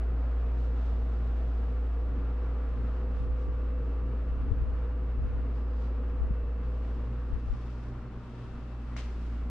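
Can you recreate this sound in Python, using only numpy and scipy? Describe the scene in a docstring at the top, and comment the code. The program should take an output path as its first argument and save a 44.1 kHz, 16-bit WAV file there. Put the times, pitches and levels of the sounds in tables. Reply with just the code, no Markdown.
"""An air conditioner hums in a room: its compressor drone is a sum of steady sine waves, weak at one spot.
Partials tied to the mains beat against it. Its blower is shaped noise for the rushing air, plus singing tones.
Someone carries a phone slowly across the room: low noise bursts jostle it and filtered noise rustles as cloth.
Near the end a heel comes down as a crack and short rings, grit ticks, and the sole scuffs as fading noise."""
import sys
import numpy as np
from scipy import signal
from scipy.fft import rfft, irfft
from scipy.io import wavfile

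SR = 44100
rng = np.random.default_rng(int(sys.argv[2]) if len(sys.argv) > 2 else 0)


def wav_record(signal):
    """Record a signal, one row per channel, as 16-bit PCM in the file named by sys.argv[1]."""
    frames = np.transpose(np.atleast_2d(signal))
    bounded = np.clip(frames, -1, 1)
    # unit amplitude maps onto the largest positive 16-bit level
    quanta = np.round(bounded * 32767).astype(np.int16)
    wavfile.write(sys.argv[1], SR, quanta)


N = 418943
TIME = np.arange(N) / SR  # seconds
FREQS = np.maximum(np.arange(N // 2 + 1) * SR / N, 1)  # Hz, kept above 0 for the logarithms

# how different the two microphone ports hear the room: (frequency [Hz], side minus mid [dB])
WIDTH = [(60, -8.5), (250, -17), (500, -18), (760, -11.5), (1150, -10), (1760, -7.5), (2700, -4.5),
         (4500, -1.5), (8000, 0.5)]
TAP_S = 8.9647  # the heel comes down


def undb(db):
    """Turn decibels into gain."""
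    return 10 ** (np.asarray(db) / 20)


def colour(points):
    """Draw a gain curve over all frequencies through (Hz, dB) points."""
    hz, db = np.transpose(points)
    return undb(np.interp(np.log(FREQS), np.log(hz), db))


def bell(hz, octaves):
    """Give the gain at every frequency of one smooth band."""
    return np.exp(-(np.log2(FREQS / hz) / octaves) ** 2 / 2)


def unit(x):
    """Scale to an rms of 1."""
    return x / np.sqrt(np.mean(x ** 2))


def wander(rate_hz):
    """Make a slow, smooth random curve with an rms of 1; a higher rate moves faster."""
    lowpass = np.exp(-(np.arange(N // 2 + 1) * SR / N / rate_hz) ** 2)
    return unit(irfft(rfft(rng.standard_normal(N)) * lowpass, N))


def swell(s, length):
    """Rise and fall smoothly, reaching 1 at time s."""
    return np.exp(-2 * ((TIME - s) / length) ** 2)


def passed(s, span):
    """Step smoothly from 0 to 1 around time s."""
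    return (1 + np.tanh((TIME - s) / span)) / 2


def strike(s, decay):
    """Make a soft contact at time s that dies away."""
    age = np.maximum(TIME - s, 0)
    contact = np.tanh((age / 0.0005) ** 2)  # rubber takes a moment to compress
    return contact * np.exp(-age / decay)


def ports(lean_db):
    """Give left and right gains for a sound that is so many dB stronger on the left."""
    return undb(lean_db * np.array([[.5], [-.5]]))


def diffuse(gain):
    """Make noise from all round the room: alike at both ports in the bass, far less alike in the treble."""
    # balance of the two ports: (frequency [Hz], left minus right [dB])
    lean_curve = [(300, 0.5), (1150, 1), (1800, 2), (2700, 4.5), (4500, 0.8), (8000, -1)]
    mid, side = rfft(rng.standard_normal((2, N))) * gain
    side = side * colour(WIDTH)
    lean = np.sqrt(colour(lean_curve))
    pair = irfft(np.array([(mid + side) * lean, (mid - side) / lean]), N)
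    return pair / np.std(pair.mean(axis=0))


def tone(hz, waver_db, drift):
    """Make a tone whose level and phase wander as the phone moves through the reflections."""
    phase = 2 * np.pi * (hz * TIME + rng.random()) + drift * wander(1.6)
    spread = np.interp(hz, FREQS, colour(WIDTH)) * wander(1.0)
    level = undb(waver_db * (wander(3.4) - 0.95))
    return np.sqrt(2) * level * np.sin(phase + np.array([spread, -spread]))


def beside_unit():
    """Fall from 1 to 0 as the phone leaves the unit's side."""
    return 1 - passed(1.9, 0.75)


def in_shade():
    """Rise from 0 to 1 as the phone passes out of the direct sound of the duct."""
    return passed(7.32, 0.31)


def duct_level():
    """Give the duct roar's level in dB: a steady fall along the walk and a step down into the shade."""
    return -52.5 - 0.1351 * TIME - 8.5 * in_shade()


def duct_fade():
    """Give the duct level in dB around its own average, so other sounds can fade along with it."""
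    level_db = duct_level()
    return level_db - level_db.mean()


def grip():
    """The hand trembles on the case: low noise flutters unevenly while the person walks."""
    return diffuse(bell(55, .7)) * undb(-49 + 3.9 * wander(7.5)) * swell(4.76, 1.6)


def jolts():
    """Each jolt of the phone is a short low noise burst that reaches the two ports separately."""
    # jolts of the hand-held phone:
    # (time [s], level [dB], length [s], upper edge [Hz], left minus right [dB])
    jolt_list = [(2.78, -41, 0.14, 85.5, 0), (3.225, -35, 0.083, 90, -6), (3.315, -34, 0.042, 68.5, -5),
                 (3.495, -32, 0.025, 81, -1), (4.374, -36.5, 0.085, 54, 2), (4.446, -36, 0.043, 70.4, 4),
                 (4.514, -25, 0.033, 90, 10.5), (4.653, -32, 0.13, 87, -2.5),
                 (5.248, -29.5, 0.078, 84.6, 3.5), (5.35, -35.5, 0.1, 99, 5), (6.238, -29, 0.047, 66, 5),
                 (6.316, -29.5, 0.026, 90, 6), (7.34, -31, 0.044, 92, 7), (7.517, -27.5, 0.048, 71, 5)]
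    out = np.zeros((2, N))
    for s, db, length, edge_hz, lean_db in jolt_list:
        band = signal.butter(4, [18, edge_hz], "band", fs=SR, output="sos")
        buffet = signal.sosfilt(band, rng.standard_normal((2, N)))
        shape = swell(s, length)
        burst = buffet * shape
        even_out = np.sqrt(np.sum(shape ** 2) / np.sum(burst ** 2) * 2)  # same strength whatever the band
        out += undb(db) * ports(lean_db) * burst * even_out
    return out


def finger_knock():
    """A finger knocks the phone nearer the left port, pushing the case in and out once."""
    push = (TIME - 6.309) / 0.0016
    return undb(-22.5) * ports(13) * push * np.exp(-push ** 2 / 2)


def clothes():
    """Cloth rubs faintly all the time and swishes with movement, each fold favouring one band of the noise."""
    # spectrum of rubbing cloth: (frequency [Hz], relative level [dB])
    cloth_spectrum = [(500, -8), (1500, 2), (3500, -0.5), (5000, -5), (7500, -13.5), (10000, -22),
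                      (13000, -42.5)]
    # swishes of clothing: (time [s], level before the mix of cloth and fold [dB], length [s], brightest at [Hz])
    swish_list = [(0.624, -72, 0.086, 3800), (.85, -72.5, 0.11, 3500), (1.251, -73.5, 1, 3500),
                  (2.85, -79, 0.25, 4000), (3.198, -71, 0.079, 3600), (3.423, -73, 0.072, 5500),
                  (3.878, -81, 0.088, 6500), (5.574, -75, 0.07, 5040), (5.824, -70, 0.11, 4660),
                  (6.906, -73, 0.36, 2800), (7.68, -69.5, 0.44, 5300), (8.42, -69, 0.33, 3300),
                  (8.854, -74.5, 0.32, 2500), (9.21, -65.5, 0.33, 2400)]
    cloth = diffuse(colour(cloth_spectrum))
    rustle = undb(-79.5) * cloth  # faint brushing between the swishes
    for s, db, length, hz in swish_list:
        fold = signal.lfilter(*signal.iirpeak(hz, 4.8, fs=SR), cloth)
        rustle = rustle + undb(db) * swell(s, length) * (0.78 * cloth + undb(-7.5) * fold)
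    ring = signal.lfilter(*signal.iirpeak(4930, 90, fs=SR), cloth)
    rustle = rustle + undb(-64) * swell(5.7, .25) * ring  # mid-walk the rustle takes on a thin ring
    return rustle * undb(0.94 * wander(60))


def scuff():
    """After the heel lands the sole slides on: finely grained noise that holds briefly, then dies away."""
    # spectrum of the sliding sole: (frequency [Hz], relative level [dB])
    sole_spectrum = [(300, -4), (900, 1), (2200, 4), (4000, -3), (6500, -9), (8000, -17), (10000, -29),
                     (14000, -42)]
    attack_s, hold_s, fall_db_per_s = 0.0023, 0.023, -125
    age = np.maximum(TIME - TAP_S, 0)
    level_db = -50.5 + fall_db_per_s * np.maximum(age - hold_s, 0)
    sliding = np.tanh(age / attack_s) * undb(level_db)
    grain = undb(1.6 * wander(250))
    return diffuse(colour(sole_spectrum)) * sliding * grain


def footfall():
    """The heel strikes the floor on the left with a hard crack and a short ring; grit ticks under the sole."""
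    # ringing of the heel on the floor: (frequency [Hz], level [dB], decay [s])
    heel_rings = [(640, -44, .003), (1080, -39, .0016), (2130, -36, 0.0013), (5600, -49, .001)]
    # grit catching under the sole: (time [s], level [dB])
    grit_ticks = [(8.9666, -42), (8.9814, -52), (9.005, -47)]
    push = (TIME - TAP_S - 0.00057) / 0.00019  # the force peaks just after the heel touches
    crack = undb(-34) * (1 - push ** 2) * np.exp(-push ** 2 / 2)
    knock = sum(undb(db) * np.sin(2 * np.pi * hz * (TIME - TAP_S)) * strike(TAP_S, decay)
                for hz, db, decay in heel_rings)
    catches = sum(undb(db) * strike(s, 0.00095) for s, db in grit_ticks)
    return (crack + knock) * ports(9) + diffuse(bell(4800, 0.42)) * catches


def motor_drive():
    """The motor drive whines thinly in a narrow hiss, high above the air, strongest early in the walk."""
    drive_hz, skirt_width_hz = 8543, 80
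    line = undb(-100.5) * tone(drive_hz, waver_db=2.5, drift=1.2)
    skirt = undb(-103) * diffuse(1 / (1 + ((FREQS - drive_hz) / skirt_width_hz) ** 2))
    return (line + skirt) * undb(4 * swell(3.2, 1.5))


def blower_air():
    """Air rumbles in the casing, roars in the duct and rushes through the grille: noise, each with its colour."""
    # spectra of the air, the last as it reaches the far side of the room:
    # (frequency [Hz], relative level [dB])
    casing_spectrum = [(15, -2.5), (30, 0.5), (50, -3.5), (84, -2.5), (100, -4.5), (125, -0.5),
                       (160, -12.5), (215, -9), (245, -5.5), (268, -6.5), (295, -8.5), (340, -17),
                       (390, -14), (800, -58), (4000, -94.5)]
    duct_spectrum = [(200, -31), (340, -12), (365, -5), (395, 0), (440, 2), (470, 7), (520, -2.5),
                     (570, -4.5), (650, -1.5), (740, -14), (820, -6.5), (920, -17.5), (2000, -53),
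                     (8000, -79.5)]
    grille_spectrum = [(300, -5), (700, -2), (900, -3.5), (1020, 0), (1300, 0), (1550, -5.5), (1850, -8.5),
                       (2100, -12.5), (2700, -16), (3500, -22.5), (5000, -29.5), (7000, -39.5), (8500, -42),
                       (10500, -61.5), (13000, -73.5)]
    far_spectrum = [(150, -15.5), (205, -3), (245, -5.5), (270, -11), (305, -1), (335, -10), (372, -1),
                    (430, -12), (520, -25), (590, -8.5), (680, -26), (805, -10), (880, -33), (3000, -63)]
    shade = in_shade()
    wall_db = 1.5 * swell(2.65, 0.74)  # the wall mirrors the grille rush as the phone passes it
    grille_db = -54.5 - 0.1449 * TIME - 0.4 * shade + wall_db
    casing = diffuse(colour(casing_spectrum)) * undb(-45.5 + 0.36 * duct_fade() + 1.8 * wander(6.7))
    duct = diffuse(colour(duct_spectrum)) * undb(duct_level() + .5 * wander(4.4))
    grille = diffuse(colour(grille_spectrum)) * undb(grille_db + 0.75 * wander(13))
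    far = diffuse(colour(far_spectrum)) * undb(-54.5) * shade
    # a hollow rush heard only beside the outlet
    outlet = diffuse(bell(690, .22)) * undb(-60.5) * (1 - passed(2.6, 0.31))
    return casing + duct + outlet + far + grille


def blower_tones():
    """Motor, fans and panels sing along as wavering tones that change level with the phone's place."""
    # motor whine: (multiple of the blower tone, level before wavering [dB],
    #               change beside the unit [dB], change in the shade [dB])
    whine_tones = [(2, -63, 4, -9), (4, -71.5, 0.5, 3), (5, -64.5, -9.5, -3.5), (6, -72.5, 0.5, -2.5)]
    # singing of the fans and casing: (frequency [Hz], level before wavering and fading [dB], unsteadiness [dB])
    singing_tones = [(127.9, -60.5, 0.5), (359.4, -65.5, 2.5), (364.3, -60.5, 3), (474, -66.5, 0.5)]
    blower_hz = 232.3
    shade, beside = in_shade(), beside_unit()

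    # the front panel is quieter beside the unit and in the shade; the phone crosses its axis at 3.4 s
    panel_db = -55.5 - 3.5 * beside + 4.5 * swell(3.4, 0.83) - 11.5 * shade
    panel = undb(panel_db) * tone(502.6, waver_db=0.8, drift=0.12)

    whine = sum(undb(db + near_db * beside + shaded_db * shade)
                * tone(multiple * blower_hz, waver_db=3.5, drift=0.83)
                for multiple, db, near_db, shaded_db in whine_tones)
    singing = sum(undb(db) * tone(hz, waver_db=waver, drift=0.59) for hz, db, waver in singing_tones)
    singing = singing * undb(.8 * duct_fade() - 3 * shade)

    # the fan tone stands in the room and has a node, a quiet spot, of its own
    fan = undb(-54) * tone(272.4, waver_db=2, drift=.4) * np.tanh((TIME - 8.05) / 0.96)

    # two thin motor whistles; the lower comes through as the phone turns from the window
    low_whistle = undb(-76.5) * passed(.35, .6) * tone(2653, waver_db=2.0, drift=0.46)
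    high_whistle = undb(-81) * tone(2830, waver_db=2.0, drift=0.46)
    return panel + whine + singing + fan + low_whistle + high_whistle


def compressor():
    """The shaft slips just behind the mains, so their partials beat; the drone stands as a wave in the room."""
    # partials: (multiple of the shaft rate, multiple of the mains rate, level [dB])
    partial_list = [(.5, 0, -54.5), (2, 0, -57), (3, 0, -64), (1, 2, -60.5), (-1, 4, -62.5), (2, 2, -63.5),
                    (0, 4, -57.5)]
    shaft_hz, mains_hz = 58.07, 60.01
    shaft = 2 * np.pi * (shaft_hz * TIME + rng.random()) + 0.066 * wander(0.99)
    mains = 2 * np.pi * (mains_hz * TIME + rng.random())

    # the phone crosses a node of the drone at 8.31 s; -15.5 dB is what remains there
    standing = np.hypot(np.tanh((TIME - 8.31) / 1.19), undb(-15.5))
    drone = undb(-30 + 2 * beside_unit()) * standing * np.sin(shaft)

    # the mains hum, an octave up, swells around that node and wavers a little
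    hum_db = -53.5 + 7.5 * passed(7.0, 0.27) + 1.3 * wander(2.9)
    hum = undb(hum_db) * (1 - passed(9.1, 0.27)) * np.sin(2 * mains + 0.44 * wander(3.8))

    partials = 0
    for shaft_multiple, mains_multiple, db in partial_list:
        phase = shaft_multiple * shaft + mains_multiple * mains + 2 * np.pi * rng.random()
        partials = partials + undb(db + 0.39 * wander(0.93)) * np.sin(phase)

    # the third harmonic has a crest at the far side; the fourth builds up deeper in the room
    crest = undb(-55) * swell(9.3, 0.4) * np.sin(3 * shaft)
    room_tone = undb(-56 + 1.5 * wander(1.5)) * passed(5.5, 2.5) * np.sin(4 * shaft)
    return np.sqrt(2) * (drone + hum + partials + crest + room_tone)  # sine levels are rms


def scene():
    """Add up the person walking with the phone and the unit they walk away from."""
    person = grip() + jolts() + finger_knock() + clothes() + scuff() + footfall()
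    air_conditioner = motor_drive() + blower_air() + blower_tones() + compressor()
    return person + air_conditioner


def record(dry):
    """The phone cuts the top, above 14500 Hz, with a steep low-pass filter."""
    return signal.sosfilt(signal.ellip(8, .1, 70, 14500, fs=SR, output="sos"), dry)


dry = scene()
out = record(dry)
wav_record(out)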